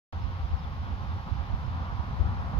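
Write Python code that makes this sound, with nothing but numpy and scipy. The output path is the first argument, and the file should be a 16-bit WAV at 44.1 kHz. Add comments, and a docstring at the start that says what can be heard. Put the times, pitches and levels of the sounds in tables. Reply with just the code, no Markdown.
"""Bees fanning at a hive in light wind

Bees fan on the landing board of a hive outdoors: detuned harmonic sums blur into a hum of many wings.
Wind buffets two microphone ports as low noise and short low swings that rise and fade; a distant road,
as coloured noise, rumbles and rushes from the left, uneven in level but rising overall. Leaves are a
steady patchy hiss, and a far bird is a few thin gliding sines blurred by noise. The sound begins
abruptly after a short silence."""
import sys
import numpy as np
from scipy import signal
from scipy.fft import rfft, irfft
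from scipy.io import wavfile
from scipy.ndimage import uniform_filter1d

SR = 44100
rng = np.random.default_rng(int(sys.argv[2]) if len(sys.argv) > 2 else 0)


def digitize_waveform(pressure):
    """Quantize a signal to 16-bit integers and store it at the path in sys.argv[1].

    Rows of a 2-D input are taken as channels; values are limited to [-1, 1].
    """
    field = np.atleast_2d(pressure).T
    bounded = np.clip(field, -1, 1)
    quanta = np.round(bounded * 32767).astype(np.int16)
    wavfile.write(sys.argv[1], SR, quanta)


N = 114219


def amp(db):
    """Decibel law: a level as an amplitude ratio."""
    return 10 ** (np.asarray(db) / 20)


def rms_one(x):
    """Normalisation of power: scale to an rms of 1."""
    return x / np.sqrt(np.mean(x ** 2) + 1e-20)


def in_time(rows):
    """Linear interpolation: the columns of a time table at every sample."""
    s, *columns = np.transpose(rows)
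    return [np.interp(np.arange(N) / SR, s, column) for column in columns]


def grid_hz():
    """Discrete Fourier frequencies, kept at 1 Hz or more for the logarithm."""
    return np.maximum(np.arange(N // 2 + 1) * SR / N, 1)


def at_hz(points):
    """Log-frequency interpolation: a spectrum table on the Fourier grid."""
    hz, value = np.transpose(points)
    return np.interp(np.log(grid_hz()), np.log(hz), value)


def drift(rate_hz):
    """Low-passed random process: noise through two equal poles, as a slow wander of rms 1."""
    step = 40  # samples between computed values
    pole = np.exp(-2 * np.pi * rate_hz * step / SR)
    raw = rng.standard_normal(N // step + 2002)
    slow = signal.lfilter([1], [1, -2 * pole, pole ** 2], raw)[2000:]  # drop the settling
    return np.interp(np.arange(N) / step, np.arange(len(slow)), rms_one(slow))


def evened(x, window, floor, evenness):
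    """Amplitude compression: divide by a power of the local mean square over a window of samples."""
    return x / (uniform_filter1d(x ** 2, size=window) + floor) ** (evenness / 2)


def band_noise(low_hz, high_hz, shape):
    """Band-limited white noise of rms 1."""
    band = signal.butter(3, [low_hz, high_hz], "band", fs=SR, output="sos")
    return rms_one(signal.sosfilt(band, rng.standard_normal(shape)))


def noise(colour, alike, patchy_db, rate_hz):
    """Partial coherence: noise partly shared by the ports, its octave bands flickering; rms 1."""
    shared, left, right = rfft(rng.standard_normal((3, N)))
    pair = np.sqrt(alike) * shared + np.sqrt(1 - alike) * np.array([left, right])
    pair = pair * amp(at_hz(colour))
    octave = np.log2(grid_hz())
    together = drift(rate_hz / 4)
    out = 0
    for centre in np.arange(4, 15):
        window = np.clip(1 - np.abs(octave - centre), 0, 1)
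        flicker_db = patchy_db * (.5 * together + drift(rate_hz))
        out = out + irfft(pair * window, N) * amp(flicker_db)
    return rms_one(out)


def filtered(x, response):
    """Circular convolution; the mirrored end replaces the start, later silenced, to ease the wrap."""
    padded = np.concatenate([x[:, :-2001:-1], x[:, 2000:]], axis=1)
    return irfft(rfft(padded) * response, N)


# uneven level of the road, rising overall:
# start_s [s], level_db [dB, in an 800 Hz band about 1 kHz, before the trim]
ROAD_LEVEL = [(0.13, -51), (1.18, -48.5), (1.25, -54), (1.27, -45.5), (1.33, -50), (1.42, -46.5),
              (1.44, -47.5), (2.51, -45.5), (2.59, -44.5)]
# engine rumble and tyre rush: frequency_hz [Hz], density_db [relative dB per Hz]
ROAD_SPECTRUM = [(40, 7), (80, 18.5), (130, 14), (200, 7.5), (280, -3.5), (420, -7), (600, -4.5), (800, 1),
                 (1100, 1), (1400, -3.5), (1700, -11.5), (2500, -23), (4000, -50.5)]
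# share of road power common to both ports: frequency_hz [Hz], shared [0-1]
ROAD_COHERENCE = [(60, 1), (150, 0.68), (260, 1), (340, 0.98), (420, 0.26), (520, 0.94), (700, 0.84),
                  (820, 0.8), (1050, 0.66), (1250, 0.63), (1600, 1), (1900, 0), (2500, 0.3)]
ROAD_TRIM_DB, ROAD_PATCHY_DB, ROAD_FLICKER_HZ = 3, 1.43, 7.1


def road():
    """Broadband radiation of far traffic: partly coherent coloured noise under an uneven level."""
    level_db, = in_time(ROAD_LEVEL)
    density_1khz = rms_one(amp(at_hz(ROAD_SPECTRUM)))[int(1000 * N / SR)]
    band_rms = density_1khz * np.sqrt(2 * 800 / SR)
    rush = noise(ROAD_SPECTRUM, at_hz(ROAD_COHERENCE), ROAD_PATCHY_DB, ROAD_FLICKER_HZ)
    return amp(level_db + ROAD_TRIM_DB) / band_rms * rush


# groups of fanning bees: nominal_beat_hz [Hz], spread [share of beat per detuning step],
# base_level_db [dB], left_minus_right_db [dB]
BEE_GROUPS = [(266.6, .015, -53.5, 1.5), (235.3, .012, -54, -3.5), (216.1, .025, -54.5, 1),
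              (87.36, .02, -42, 2)]
# strength of the wing-beat harmonics, one row per group, columns harmonics 1 to 7 [relative dB]
WING_HARMONICS = [
    [-7.5, -5, 1.5, -3, -2, -8.5, -16.5],
    [-2, -11, -1.5, 2.5, 2, -6, -10.5],
    [-4.5, -13.5, -10, -3.5, 0.5, -2, -7],
    [0.5, -25.5, -27, -31, -35.5, -29, -40],
]
# drift of the last, slowest group: start_s [s], beat [share of nominal], level_change_db [dB]
SLOW_GROUP_DRIFT = [(.13, 1.0, 1), (.3, 1.03, 5.5), (.45, 1.0, 3.5), (.6, .9, 0.5), (.85, .9, 2),
                    (1.0, 1.03, 1.5), (1.15, .97, -0.5), (1.3, .98, 0.5), (1.45, .98, -2), (1.6, .95, -6.5),
                    (1.75, .98, 9), (1.9, 1.0, -6.5), (2.1, .95, -4.5), (2.3, .95, -3.5), (2.59, .92, -14)]
WING_WANDER, WING_WANDER_HZ = .01407, 5.826  # rms share of the beat rate; pace of the wander
BEE_FLUTTER_DB, BEE_FLUTTER_HZ = 6, 5.9
GROUP_EVENNESS = .7  # how far a group keeps to its level


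def bees(count=5):
    """Superposition of detuned harmonic series: each bee wanders in beat rate and flutters in level."""
    steady = (0.99, 0)  # beat share, level change in dB
    moves = [steady] * (len(BEE_GROUPS) - 1) + [in_time(SLOW_GROUP_DRIFT)]
    out = 0
    for group, harmonics_db, (pace, change_db) in zip(BEE_GROUPS, WING_HARMONICS, moves):
        beat_hz, spread, level_db, pan_db = group
        hum = 0
        for detune in np.linspace(-1.5, 1.5, count):
            wander = WING_WANDER * drift(WING_WANDER_HZ)
            wing_hz = beat_hz * pace * (1 + spread * detune + wander)
            phase = 2 * np.pi * (np.cumsum(wing_hz) / SR + rng.random())
            wave = sum(amp(db) * np.sin((k + 1) * phase) for k, db in enumerate(harmonics_db))
            flutter = amp(BEE_FLUTTER_DB * drift(BEE_FLUTTER_HZ))
            hum = hum + wave * np.exp(-detune ** 2 / 2) * flutter
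        hum = rms_one(evened(rms_one(hum), 5000, .1, GROUP_EVENNESS))
        out = out + hum * amp(level_db + change_db + np.array([[pan_db], [-pan_db]]) / 2)
    return out


# hiss of leaves: frequency_hz [Hz], density_db [relative dB per Hz]
LEAF_SPECTRUM = [(700, -38.5), (1500, 1), (2200, 0.5), (3200, -1), (4200, -5.5), (5200, -9), (6300, -18),
                 (7300, -30.5), (8300, -66)]
LEAVES_DB, LEAVES_LIKENESS = -55, .24  # rms level; share of power common to both ports
LEAVES_PATCHY_DB, LEAVES_FLICKER_HZ = .5, 6.7


def leaves():
    """Incoherent summation of many small sources: a nearly steady coloured hiss."""
    return amp(LEAVES_DB) * noise(LEAF_SPECTRUM, LEAVES_LIKENESS, LEAVES_PATCHY_DB, LEAVES_FLICKER_HZ)


# wind on the ports: start_s [s], level_db [dB], left_minus_right_db [dB]
WIND_GUSTS = [(.13, -36, -6.5), (.2, -37.5, -17), (.33, -39.5, -7.5), (.42, -44.5, 2), (.5, -35, -7),
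              (.6, -40.5, -2.5), (.75, -35.5, -7), (.88, -37.5, -5.5), (1.0, -38.5, -0.5),
              (1.12, -35.5, -6), (1.21, -39, -6.5), (1.27, -40, -12.5), (1.4, -36.5, -9), (1.47, -44, -7.5),
              (1.56, -33, 3), (1.65, -39.5, -11), (1.8, -38, -10.5), (1.92, -38, -7.5), (2.05, -37.5, -6.5),
              (2.17, -34, 13), (2.25, -28, 0), (2.32, -35, -1.5), (2.4, -34.5, 3.5), (2.48, -39, 15),
              (2.54, -33, -10.5), (2.59, -31, -13)]
# turbulence: frequency_hz [Hz], density_db [relative dB per Hz]
WIND_SPECTRUM = [(15, -26), (22, -16), (32, -12), (42, -11), (52, 2.5), (65, 3), (80, 1), (100, -5.5),
                 (125, -15), (200, -21), (400, -44), (1000, -92)]
# bright edge: centre, level at the mean gust, dB per dB of gust
GUST_EDGE_HZ, GUST_EDGE_DB, GUST_EDGE_GROWTH = 135, -30, 1.6
LUMPY_DB, LUMPS_HZ, WIND_LIKENESS, WIND_PATCHY_DB = 2.8, 15, .34, .83
EVENNESS = .6  # how far the turbulence keeps to the gust level


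def wind():
    """Turbulent pressure fluctuation: mostly separate at each port; stronger gusts are brighter."""
    level_db, pan_db = in_time(WIND_GUSTS)
    lumps_db = LUMPY_DB * np.array([drift(LUMPS_HZ), drift(LUMPS_HZ)])
    port_db = level_db + np.array([pan_db, -pan_db]) / 2 + lumps_db
    swirl = noise(WIND_SPECTRUM, WIND_LIKENESS, WIND_PATCHY_DB, LUMPS_HZ)
    swirl = rms_one(evened(swirl, 1000, .082, EVENNESS))
    mean_db = level_db.mean()
    edge_db = GUST_EDGE_DB + mean_db + GUST_EDGE_GROWTH * (port_db - mean_db)
    edge = band_noise(GUST_EDGE_HZ / 2, GUST_EDGE_HZ * 2, (2, N))
    return amp(port_db) * swirl + amp(edge_db) * edge


# bird chirps: start_s [s], length_s [s], start_pitch_hz [Hz], end_pitch_hz [Hz],
# level_db [dB, peak before rasp, blur and pan]
BIRD_CHIRPS = [(.208, .036, 4800, 5400, -62), (.435, .03, 3250, 3500, -63), (.575, .035, 5250, 5050, -65),
               (.615, .025, 3900, 3700, -60), (.636, .018, 3520, 3450, -60), (.987, .015, 4450, 5000, -65),
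               (1.106, .025, 3500, 3850, -59), (1.350, .014, 4650, 5000, -63),
               (1.655, .025, 5300, 5150, -68)]
BIRD_PAN_DB = 5  # left minus right
BIRD_BLUR_S, BIRD_BLUR_DB = .03, -3  # leaves scatter the chirps
BIRD_RASP_DB, BIRD_RASP_HZ = 2, 60  # fast random waver


def bird():
    """Linear frequency modulation: short gliding whistles, then scattered by a decaying noise tail."""
    out, t = np.zeros(N), np.arange(N) / SR
    for start_s, length_s, start_hz, end_hz, level_db in BIRD_CHIRPS:
        u = np.clip((t - start_s) / length_s, 0, 1)  # progress through the chirp
        cycles = length_s * (start_hz * u + (end_hz - start_hz) * u ** 2 / 2)
        out += amp(level_db) * np.sin(np.pi * u) * np.sin(2 * np.pi * cycles)
    out = out * amp(BIRD_RASP_DB * drift(BIRD_RASP_HZ))
    tail_length = int(BIRD_BLUR_S * SR)
    tail = rng.standard_normal(tail_length) * amp(np.linspace(0, -20, tail_length))
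    tail = tail / np.sqrt(np.sum(tail ** 2))
    out = out + amp(BIRD_BLUR_DB) * signal.fftconvolve(out, tail)[:N]
    return out * amp(np.array([[BIRD_PAN_DB], [-BIRD_PAN_DB]]) / 2)


# hard buffets: centre_s [s], swing_level_db [dB], swing_hz [Hz], port [0 left, 1 right]
PORT_BUFFETS = [(.247, -20, 75, 1), (.303, -21, 64, 1), (.406, -24.5, 69.8, 0), (0.447, -21, 54.8, 1),
                (.515, -27.5, 75, 1), (0.542, -15, 63.8, 0), (0.936, -22, 61.3, 1), (1.094, -26.5, 66.3, 1),
                (1.322, -19.5, 85, 1), (1.41, -24, 69, 1), (1.505, -24, 96.6, 1), (1.542, -21, 54.8, 1),
                (1.685, -25, 88, 1), (1.951, -25.5, 94, 1), (1.998, -19, 73, 1), (2.212, -11, 66, 0),
                (2.261, -18.5, 74.7, 0), (2.297, -20.5, 93, 0), (2.528, -26.5, 85.5, 1),
                (2.568, -19.5, 54.5, 1)]
BUFFET_SWINGS = .9  # half-width of the Gaussian envelope in cycles
SNAP_HZ, SNAP_DB, SNAP_S = 240, -8, .008  # pitch region; level against a 0 dB swing; lead and half-width


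def buffets():
    """Transient membrane displacement: one is sucked out for a swing or two; hard ones snap first."""
    out, t = np.zeros((2, N)), np.arange(N) / SR
    snap = band_noise(SNAP_HZ / 2, SNAP_HZ * 1.37, N)
    for centre_s, level_db, swing_hz, port in PORT_BUFFETS:
        cycles = (t - centre_s) * swing_hz
        swing = -np.exp(-(cycles / BUFFET_SWINGS) ** 2) * np.cos(2 * np.pi * cycles)
        snap_envelope = np.exp(-((t - centre_s + SNAP_S) / SNAP_S) ** 2)
        onset = amp(SNAP_DB + level_db) * snap * snap_envelope  # grows faster than the swing
        out[int(port)] += amp(level_db) * (swing + onset)
    return out


# phase by which airborne sound leads at the left port: frequency_hz [Hz], lead [radians]
LEFT_PHASE_LEAD = [(60, -0.28), (330, 0.06), (430, 0.32), (650, 1.32), (900, 1), (1050, 1.32), (1250, 2),
                   (1900, 2.5), (2600, 4.5), (3700, 6.5), (5000, 8), (8000, 15.5)]


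def scene():
    """Interaural-style phase difference: road, bees and leaves lag on the right; wind acts directly."""
    air = road() + bees() + leaves()
    lag = np.exp(-1j * np.outer([0, 1], at_hz(LEFT_PHASE_LEAD)))
    return filtered(air, lag) + wind() + bird() + buffets()


# unequal colour of the ports: frequency_hz [Hz], left_minus_right_db [dB]
PORT_DIFFERENCE = [(60, -0.5), (87, -1.5), (130, -3.5), (180, 3), (260, -9), (380, -0.5), (550, 0.5),
                   (790, 5.5), (1140, -2.5), (1650, 1), (2380, 2), (3440, -1), (4970, -3.5), (7180, 12.5),
                   (10400, 6), (15000, 1.5)]
# self-noise of the microphones: frequency_hz [Hz], density_db [relative dB per Hz]
MICROPHONE_NOISE = [(5000, -18), (8000, -22), (10000, 0), (12500, 3.5), (15000, 4), (16000, -0.5)]
SELF_NOISE_DB = -78  # rms before the port colour
START_S, CUTOFF_HZ = .1253, 15500


def record(dry):
    """Linear transducer with self-noise: unequal ports, an abrupt start and a steep low-pass."""
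    x = dry + amp(SELF_NOISE_DB) * noise(MICROPHONE_NOISE, 0, .5, 10.0)
    x = filtered(x, amp(np.outer([.5, -.5], at_hz(PORT_DIFFERENCE))))
    x = x * (np.arange(N) >= START_S * SR)
    return signal.sosfilt(signal.ellip(16, .5, 90, CUTOFF_HZ, fs=SR, output="sos"), x)


dry = scene()
out = record(dry)
digitize_waveform(out)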